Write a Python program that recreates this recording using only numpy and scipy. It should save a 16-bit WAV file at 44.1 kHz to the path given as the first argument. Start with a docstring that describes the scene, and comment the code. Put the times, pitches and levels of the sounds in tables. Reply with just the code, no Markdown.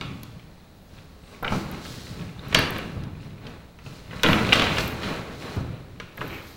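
"""Unfolding posters in a bare hall

Large stiff paper posters are slid off a pile, lifted and unfolded a few metres away. Creases buckle
with sharp snaps, whole sheets flap and billow, paper slides on paper with a fine crackle, and small
hard ticks come from the eyelets. The quiet hall rings for about a second over a low rumble."""
import sys
import numpy as np
from scipy import signal
from scipy.fft import rfft, irfft, next_fast_len
from scipy.io import wavfile
from scipy.ndimage import uniform_filter1d

SR = 44100
rng = np.random.default_rng(int(sys.argv[2]) if len(sys.argv) > 2 else 0)


def file_out(sig):
    """Save sig as 16-bit WAV at sys.argv[1]."""
    # one column per channel
    cols = np.atleast_2d(sig).T
    # limit, then scale
    lim = np.clip(cols, -1, 1)
    pcm = np.round(lim * 32767).astype(np.int16)
    wavfile.write(sys.argv[1], SR, pcm)


N = 289548
TIME = np.arange(N) / SR

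# Spectral envelopes: (frequency [Hz], relative level [dB])
RUMBLE_SPECTRUM = [(25, -2), (45, 1.5), (80, 4), (120, -6.5), (190, -1), (310, -12.5), (600, -12),
                   (1200, -19.5), (2200, -24.5), (3200, -27), (4000, -22.5), (5200, -30), (8000, -35),
                   (15000, -38)]  # background of the hall
BILLOW_SPECTRUM = [(15, -35), (25, -10.5), (81, -1.5), (112, 1), (191, -1), (227, -13.5), (263, -7),
                   (600, -30), (780, -61.5), (1320, -120)]  # air moved by hanging sheets
SLIDE_SPECTRUM = [(100, -20.5), (200, 0), (450, 0), (750, -6), (1400, -6), (1850, -10), (2400, -11.5),
                  (3300, -17.5), (4100, -13), (5200, -49.5), (9000, -41)]  # paper dragged over paper
HISS_SPECTRUM = [(2000, -6.5), (4200, 6.5), (6000, -0.5), (8500, -7), (14000, -14.5), (16000, -8)]  # faces pressed together
SHEET_SPECTRUM = [(90, -3.5), (250, 1), (450, 6), (800, -1), (1300, -2), (2200, -26), (5000, -40)]  # the body of a sheet
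FOLD_SPECTRUM = [(1500, -25), (4000, -7.5), (5500, 13), (8000, -4.5), (15000, -18.5)]  # a cracking fold
SNAP_COLOUR = [(200, -1.5), (700, -2), (1500, 5), (1850, 2), (2300, 3), (3200, 2.5), (4300, 0), (5200, -4),
               (8000, -8), (15000, -5.5)]  # overall tone shared by all the snaps
# Decay of the hall: (frequency [Hz], reverberation time [s])
REVERB_TIMES = [(100, 1.0), (500, 0.922), (2500, 0.6795), (5000, 0.447), (14000, 0.633)]
# The arms move a sheet, with relative levels for its three sounds:
# (peak time [s], rise [s], fall [s], sliding [dB], hiss [dB], billowing [dB])
ARM_MOVES = [(.05, 0.35, 0.71, -48, -57.5, -36), (.94, 0.106, 0.474, -54.5, -60, -45),
             (1.33, 0.138, 0.143, -46, -55.5, -48), (1.544, 0.113, 0.142, -36, -40, -26.5),
             (1.74, 0.29, 0.337, -39, -51.5, -34.5), (1.868, 0.126, 0.475, -48.5, -43, -37),
             (2.07, 0.112, 0.23, -53.5, -50, -42.5), (2.22, 0.208, 0.236, -44, -55.5, -33.5),
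             (2.59, 0.2037, .13, -28, -43.5, -23.5), (2.77, 0.21, 0.311, -37, -49.5, -32),
             (2.98, 0.206, 0.556, -50.5, -79, -30.5), (3.229, 0.122, 0.286, -49, -59, -41),
             (3.478, 0.154, 0.227, -44.5, -58.5, -35.5), (3.87, 0.072, .14, -49, -52, -39),
             (3.96, .12, .14, -46.5, -52, -41), (4.16, 0.1466, 0.107, -38, -50.5, -36),
             (4.32, 0.15, .33, -28.5, -39, -25.5), (4.56, 0.317, 0.536, -25, -40.5, -25.5),
             (4.8, 0.169, 0.104, -34.5, -36.5, -29), (5.069, 0.218, 0.3, -31.5, -44, -29),
             (5.42, 0.227, 0.252, -39.5, -49.5, -37), (5.54, 0.436, 0.114, -38, -50.5, -47.5),
             (5.58, 0.07, 0.516, -44, -60.5, -31), (6.04, 0.22, 0.17, -56, -63.5, -43.5),
             (6.218, 0.0894, 0.385, -37, -51.5, -35), (6.48, 0.203, .4, -53.5, -52.5, -54.5)]
# Fingers skim the coated face: (peak time [s], half length [s], level [dB], pitch [Hz])
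FINGER_SKIMS = [(.84, .12, -73.5, 13200), (1.288, 0.07, -65.5, 8400), (4.311, 0.054, -46.5, 12500),
                (4.852, 0.081, -48.5, 13350), (6.32, 0.12, -56.5, 13470), (6.354, 0.063, -43, 2340),
                (6.5, 0.066, -60, 13000)]
# Eyelets and corners tick: (time [s], relative level [dB])
EYELET_TICKS = [(.2325, -26), (1.429, -26), (1.7142, -27), (2.485, -34), (2.5465, -20.5), (2.5908, -15.5),
                (2.706, -20.5), (2.7835, -28), (4.2335, -17.5), (4.878, -21), (5.56, -37.5),
                (6.1738, -29.5), (6.279, -33.5)]
# A whole sheet flaps: (time [s], relative level [dB], pitch [Hz], slap relative to wobble [dB])
SHEET_FLAPS = [(.01, -28, 158.5, -20.5), (.069, -29, 165.7, -24), (.101, -25, 162.4, -23.5),
               (1.520, -17.5, 204, -5), (1.553, -18, 169, -14), (1.971, -32, 170, -16),
               (2.099, -23.5, 121.4, -20.5), (2.208, -27.5, 139, -13), (2.362, -31.5, 109, -20.5),
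               (2.545, -25, 160, -13), (2.966, -20, 93.3, -12.5), (3.069, -27, 110.7, -14),
               (3.861, -27.5, 125.4, -9), (4.245, -9.5, 225, -6), (4.288, -5, 172, -10.5),
               (4.826, -19, 101.2, -10), (5.092, -21.5, 128.6, -8), (5.562, -16, 108.3, -12.5),
               (5.601, -23, 135, -23), (6.185, -27, 129, -12), (6.245, -27, 297, -13)]
# A crease buckles, facing the listener or the hall:
# (time [s], relative level [dB], ring frequency [Hz], ring Q [-], hall relative to direct [dB])
CREASE_SNAPS = [(.011, -19, 2623, 1.206, 0), (0.2328, -29.5, 4820, 1.54, -2), (.395, -40.5, 2380, 2.2, -2),
                (0.9851, -39.5, 2500, 2.2, -8.5), (1.4258, -22.5, 800, 1.5, 3),
                (1.4458, -17.5, 2210, 2.9, -7.5), (1.465, -25.5, 1500, 2, -17.5),
                (1.4783, -16, 2375, 1.93, -5), (1.5225, -21, 780, 0.77, -7), (1.745, -31.5, 2410, 2.3, -10),
                (2.211, -36.5, 2810, 2.16, -7), (2.3926, -30, 3900, 5.4, -7),
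                (2.527, -17.5, 1990, 1.3, -13.5), (2.546, -3, 3300, 0.8, -12),
                (2.548, 4.2, 2950, 1.2, -2.8), (2.5546, -10, 1500, .8, -0.5), (2.5688, -10, 4580, 9.9, -1),
                (2.588, -13.5, 1970, 2.2, -7.5), (2.7634, -23.5, 2500, 1.34, -14),
                (2.7874, -23, 2570, 2, -4), (3.036, -33, 3580, 0.75, -15), (3.222, -43, 5000, 1, -9),
                (3.468, -29, 3140, 1.35, -5), (3.788, -37.5, 1900, 1.1, 0), (3.862, -33, 2666, 3.9, -3.5),
                (4.1096, -31, 2380, 2.7, -7), (4.129, -31.5, 1095, 1.3, -5.5),
                (4.2334, -2.5, 2770, 0.933, -0.5), (4.2378, -8.5, 2450, 2, -5),
                (4.2444, -11.5, 1724, 1.7, 2.5), (4.2629, -8, 3050, 3.6, -16),
                (4.2865, -11.5, 1696, 1.05, 3), (4.3304, -7.5, 2960, 2.93, -15.5),
                (4.4673, -21.5, 2800, 1.53, 0), (4.49, -16, 3240, 2, -2.5), (4.5238, -1.5, 2510, 4, -17.5),
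                (4.529, 4, 2678, 1.59, -5), (4.535, -6, 3400, 0.776, 0), (4.556, -13, 2420, 0.86, -2.5),
                (4.596, -6.5, 2884, 1.5, 0), (4.620, -9.5, 2115, 1.03, -4),
                (4.6414, -15.5, 3810, 2.35, -1.5), (4.7273, -20, 2190, 2.4, -1), (4.7695, -16, 2704, 4, -1),
                (4.7833, -12, 2470, 0.756, -5), (4.806, -18.5, 3110, 0.716, -3.5),
                (5.033, -20, 2580, 1.26, 4), (5.565, -32.5, 600, 0.71, -7.5),
                (5.9999, -23, 2210, 0.916, -4.5), (6.178, -27.5, 1720, 1.07, -9.5),
                (6.209, -26, 2680, 4, -11), (6.213, -19.5, 1385, 1.56, -5.5),
                (6.3281, -28.5, 2185, 3.1, 4.5)]
# The higher the sheet is lifted, the later its snaps come back: (time [s], echo delay [s])
REBOUND_DELAYS = [(0, 0.000818), (1.45, 0.001328), (2.55, 0.001755), (4.23, 0.002044), (4.53, .0025),
                  (6, 0.00482)]


def undb(db):
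    """Amplitude ratio: tenfold for every 20 dB."""
    return 10 ** (np.asarray(db) / 20)


def unit(x):
    """Normalisation to rms 1."""
    return x / np.sqrt(np.mean(x ** 2) + 1e-20)


def unit_onset(x, decay_s):
    """Energy normalisation: match an exponential decay that starts at rms 1."""
    return x * np.sqrt(decay_s * SR / 2 / np.sum(x ** 2))


def add(track, start_s, x):
    """Superposition of x on the track."""
    start = int(np.clip(start_s * SR, 0, N - 1))
    track[start:start + len(x)] += x[:N - start]


def on_log_axis(freqs, points):
    """Interpolation of (frequency, value) points in log frequency."""
    hz, value = np.transpose(points)
    return np.interp(np.log(freqs + 1), np.log(hz), value)


def colour(x, spectrum):
    """Minimum-phase filtering: folding the cepstrum makes the spectral envelope causal."""
    size = next_fast_len(2 * len(x) + 8192)
    size += size % 2
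    gain = undb(on_log_axis(np.fft.rfftfreq(size, 1 / SR), spectrum))
    cepstrum = irfft(np.log(gain))
    cepstrum[1:size // 2] *= 2
    cepstrum[size // 2 + 1:] = 0
    return irfft(rfft(x, size) * np.exp(rfft(cepstrum)))[:len(x)]


def response(spectrum):
    """Short impulse response of a spectral envelope."""
    return colour(signal.unit_impulse(512), spectrum)


def resonate(x, hz, *qs):
    """Second-order resonances in series, one for each Q, with gain 1 at the centre."""
    for q in qs:
        x = signal.lfilter(*signal.iirpeak(hz, max(q, hz / (SR / 4)), fs=SR), x)
    return x


def drift(rate_hz):
    """Slow random modulation: held values, smoothed twice."""
    hold = int(SR / rate_hz)
    held = rng.standard_normal(N)[np.arange(N) // hold]
    return unit(uniform_filter1d(uniform_filter1d(held, hold), hold))


def burst(decay_s):
    """Transient excitation: a rush of tiny slips starts at once and decays exponentially."""
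    t = TIME[:int((7 * decay_s + .012) * SR)]
    return rng.uniform(-0.891, 1, len(t)) * np.exp(-t / decay_s)


def grains(per_s, spread_db):
    """Shot noise: random clicks, most small and a few large."""
    size_db = spread_db * np.minimum(rng.exponential(size=N), 4)
    occurs = rng.random(N) < per_s / SR
    return unit(occurs * rng.choice([-1., 1.], N) * undb(size_db))


def hall_tone(rumble_db=-49, whine_db=-74.5, whine_hz=15680):
    """Background noise: broadband rumble and hiss, with a faint narrowband electrical whine."""
    rumble = unit(colour(rng.standard_normal(N), RUMBLE_SPECTRUM))
    rumble *= undb(rumble_db + .5 * drift(rate_hz=2.29))
    whine = unit(resonate(rng.standard_normal(N), whine_hz, 90, 90))
    return rumble + undb(whine_db) * whine


def hall(x, build_s=0.0015, gap_s=0.00164, early_s=.02):
    """Reverberation: echo density grows as time squared; treble dies first. 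Each call is a new spot."""
    t = TIME[:int(1.3 * SR)]
    density = np.clip((t / early_s) ** 2, .05, 1)
    echoes = rng.standard_normal(len(t)) * (rng.random(len(t)) < density) / np.sqrt(density)
    freqs, times, bands = signal.stft(echoes, SR, nperseg=256)
    decay = undb(-60 * times / on_log_axis(freqs, REVERB_TIMES)[:, None])
    tail = signal.istft(bands * decay, SR)[1][:len(t)]
    tail *= 1 - np.exp(-np.maximum(t - gap_s, 0) / build_s)
    return signal.fftconvolve(x, tail / np.sqrt(np.sum(tail ** 2)))[:N]


def arm_moves(swell_db=20.5, roundness=1.127):
    """Incoherent addition: overlapping moves sum in power. Gives sliding, hiss and billowing in dB."""
    power = np.zeros((3, N))
    for peak_s, rise_s, fall_s, *levels_db in ARM_MOVES:
        from_peak = np.maximum((peak_s - TIME) / rise_s, (TIME - peak_s) / fall_s)
        envelope = undb(-swell_db * from_peak ** roundness)
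        power += np.outer(undb(levels_db), envelope) ** 2
    return 10 * np.log10(power + 1e-18)


def billowing(billow_db):
    """Low-frequency radiation: hanging sheets wobble softly and displace the air."""
    return undb(billow_db - 2) * unit(colour(grains(per_s=500, spread_db=0.5), BILLOW_SPECTRUM))


def finger_skims(q=6):
    """Light, fast friction: a thin hiss swells and fades with each stroke."""
    slips = grains(per_s=3300, spread_db=2)
    out = np.zeros(N)
    for peak_s, half_s, db, hz in FINGER_SKIMS:
        stroke = np.exp(-((TIME - peak_s) / half_s) ** 2)
        out += undb(db) * stroke * unit(resonate(slips, hz, q))
    return out


def sliding(slide_db, hiss_db, wrinkle_s=.003, wrinkle_hz=2664, wrinkle_q=1.88):
    """Stick-slip friction: paper drags unevenly over paper, and wrinkles give way as the sheet bends."""
    rub = unit(colour(grains(per_s=5000, spread_db=2.5), SLIDE_SPECTRUM))
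    rub *= undb(1.9 * drift(rate_hz=25))
    onsets = np.abs(grains(per_s=70, spread_db=3))
    envelope = signal.lfilter([1], [1, -np.exp(-1 / (wrinkle_s * SR))], onsets)
    wrinkles = resonate(envelope * rng.standard_normal(N), wrinkle_hz, wrinkle_q)
    crinkle = unit(colour(wrinkles, SLIDE_SPECTRUM))
    hiss = unit(colour(grains(per_s=6000, spread_db=4), HISS_SPECTRUM))
    return undb(slide_db + 1) * rub + undb(slide_db - 6) * crinkle + undb(hiss_db + 3) * hiss


def eyelet_ticks(hz=13550, q=3, decay_s=0.000965):
    """Impact excitation: tiny hard contacts ring very high."""
    out = np.zeros(N)
    for start_s, db in EYELET_TICKS:
        ring = resonate(burst(decay_s), hz, q, q)
        add(out, start_s, undb(db - 5.5) * unit_onset(ring, decay_s))
    return out


def sheet_flaps(q=1.94, decay_s=0.0193):
    """Panel radiation: a wide sheet swings through and pushes the air, a low wobble with a slap."""
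    out, sheet = np.zeros(N), response(SHEET_SPECTRUM)
    for start_s, db, hz, slap_db in SHEET_FLAPS:
        wobble = unit_onset(resonate(burst(decay_s), hz, q, q / 2), decay_s)
        slap = unit_onset(signal.lfilter(sheet, 1, burst(decay_s)), decay_s)
        add(out, start_s, undb(db - 7) * (wobble + undb(slap_db) * slap))
    return out


def buckling(gains, mid_facet_hz=2387, hard_db=-11, db_per_halving=11.5, rebound_gain=0.391):
    """Snap-through buckling, heard from one side: a facet rings, its fold cracks, the sheet answers."""
    out, fold, sheet = np.zeros(N), response(FOLD_SPECTRUM), response(SHEET_SPECTRUM)
    for gain, (start_s, db, hz, q, _) in zip(gains, CREASE_SNAPS):
        size = mid_facet_hz / hz  # a larger facet rings lower and longer, and shakes more of the sheet
        halvings = max(db - hard_db, 0) / db_per_halving  # hard snaps are shorter
        decay_s = 0.00408 * size ** 0.36 / 2 ** halvings
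        body_s = 2.43 * decay_s
        body_db = -13.5 + 6 * np.log2(size) - 5 * halvings
        crack_db = -24 - 25 * np.log2(q)  # a tight fold cracks more and rings less
        ring = unit_onset(resonate(burst(decay_s), hz, q, q / 2), decay_s)
        crack = unit_onset(signal.fftconvolve(burst(decay_s), fold), decay_s)
        body = unit_onset(signal.fftconvolve(burst(body_s), sheet), body_s)
        # a prompt reflection off the sheet or the floor makes the snap hollow
        delay_s = np.interp(start_s, *np.transpose(REBOUND_DELAYS))
        for part, part_db in ((ring, -8), (crack, crack_db), (body, body_db)):
            wave = gain * undb(db + part_db) * part
            add(out, start_s, wave)
            add(out, start_s + delay_s, rebound_gain * wave)
    return out


def crease_snaps(hall_paths=3):
    """Directivity: a crease sends one waveform to the listener and different ones round the hall."""
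    to_hall = undb(np.array(CREASE_SNAPS)[:, -1]) / np.sqrt(hall_paths)
    reverb = sum(hall(buckling(to_hall)) for _ in range(hall_paths))
    direct = buckling(np.ones(len(CREASE_SNAPS)))
    return colour(direct + reverb, SNAP_COLOUR)


def scene():
    """Direct and reverberant fields add; the flaps send a waveform of their own to the walls."""
    slide_db, hiss_db, billow_db = arm_moves()
    rustle, ticks = sliding(slide_db, hiss_db), eyelet_ticks()
    direct = sheet_flaps() + ticks + finger_skims() + undb(-4) * rustle + billowing(billow_db)
    reverb = hall(undb(-1.5) * sheet_flaps() + undb(-16.5) * ticks + undb(-6) * rustle)
    return (crease_snaps() + direct + reverb + hall_tone())[None]


def record(dry, cutoff_hz=15800):
    """Saturation and band limiting: peaks clip at full scale, then a steep low-pass cuts the top."""
    lowpass = signal.ellip(10, .2, 80, cutoff_hz, fs=SR, output="sos")
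    return signal.sosfilt(lowpass, np.clip(dry, -1, 1))


dry = scene()
out = record(dry)
file_out(out)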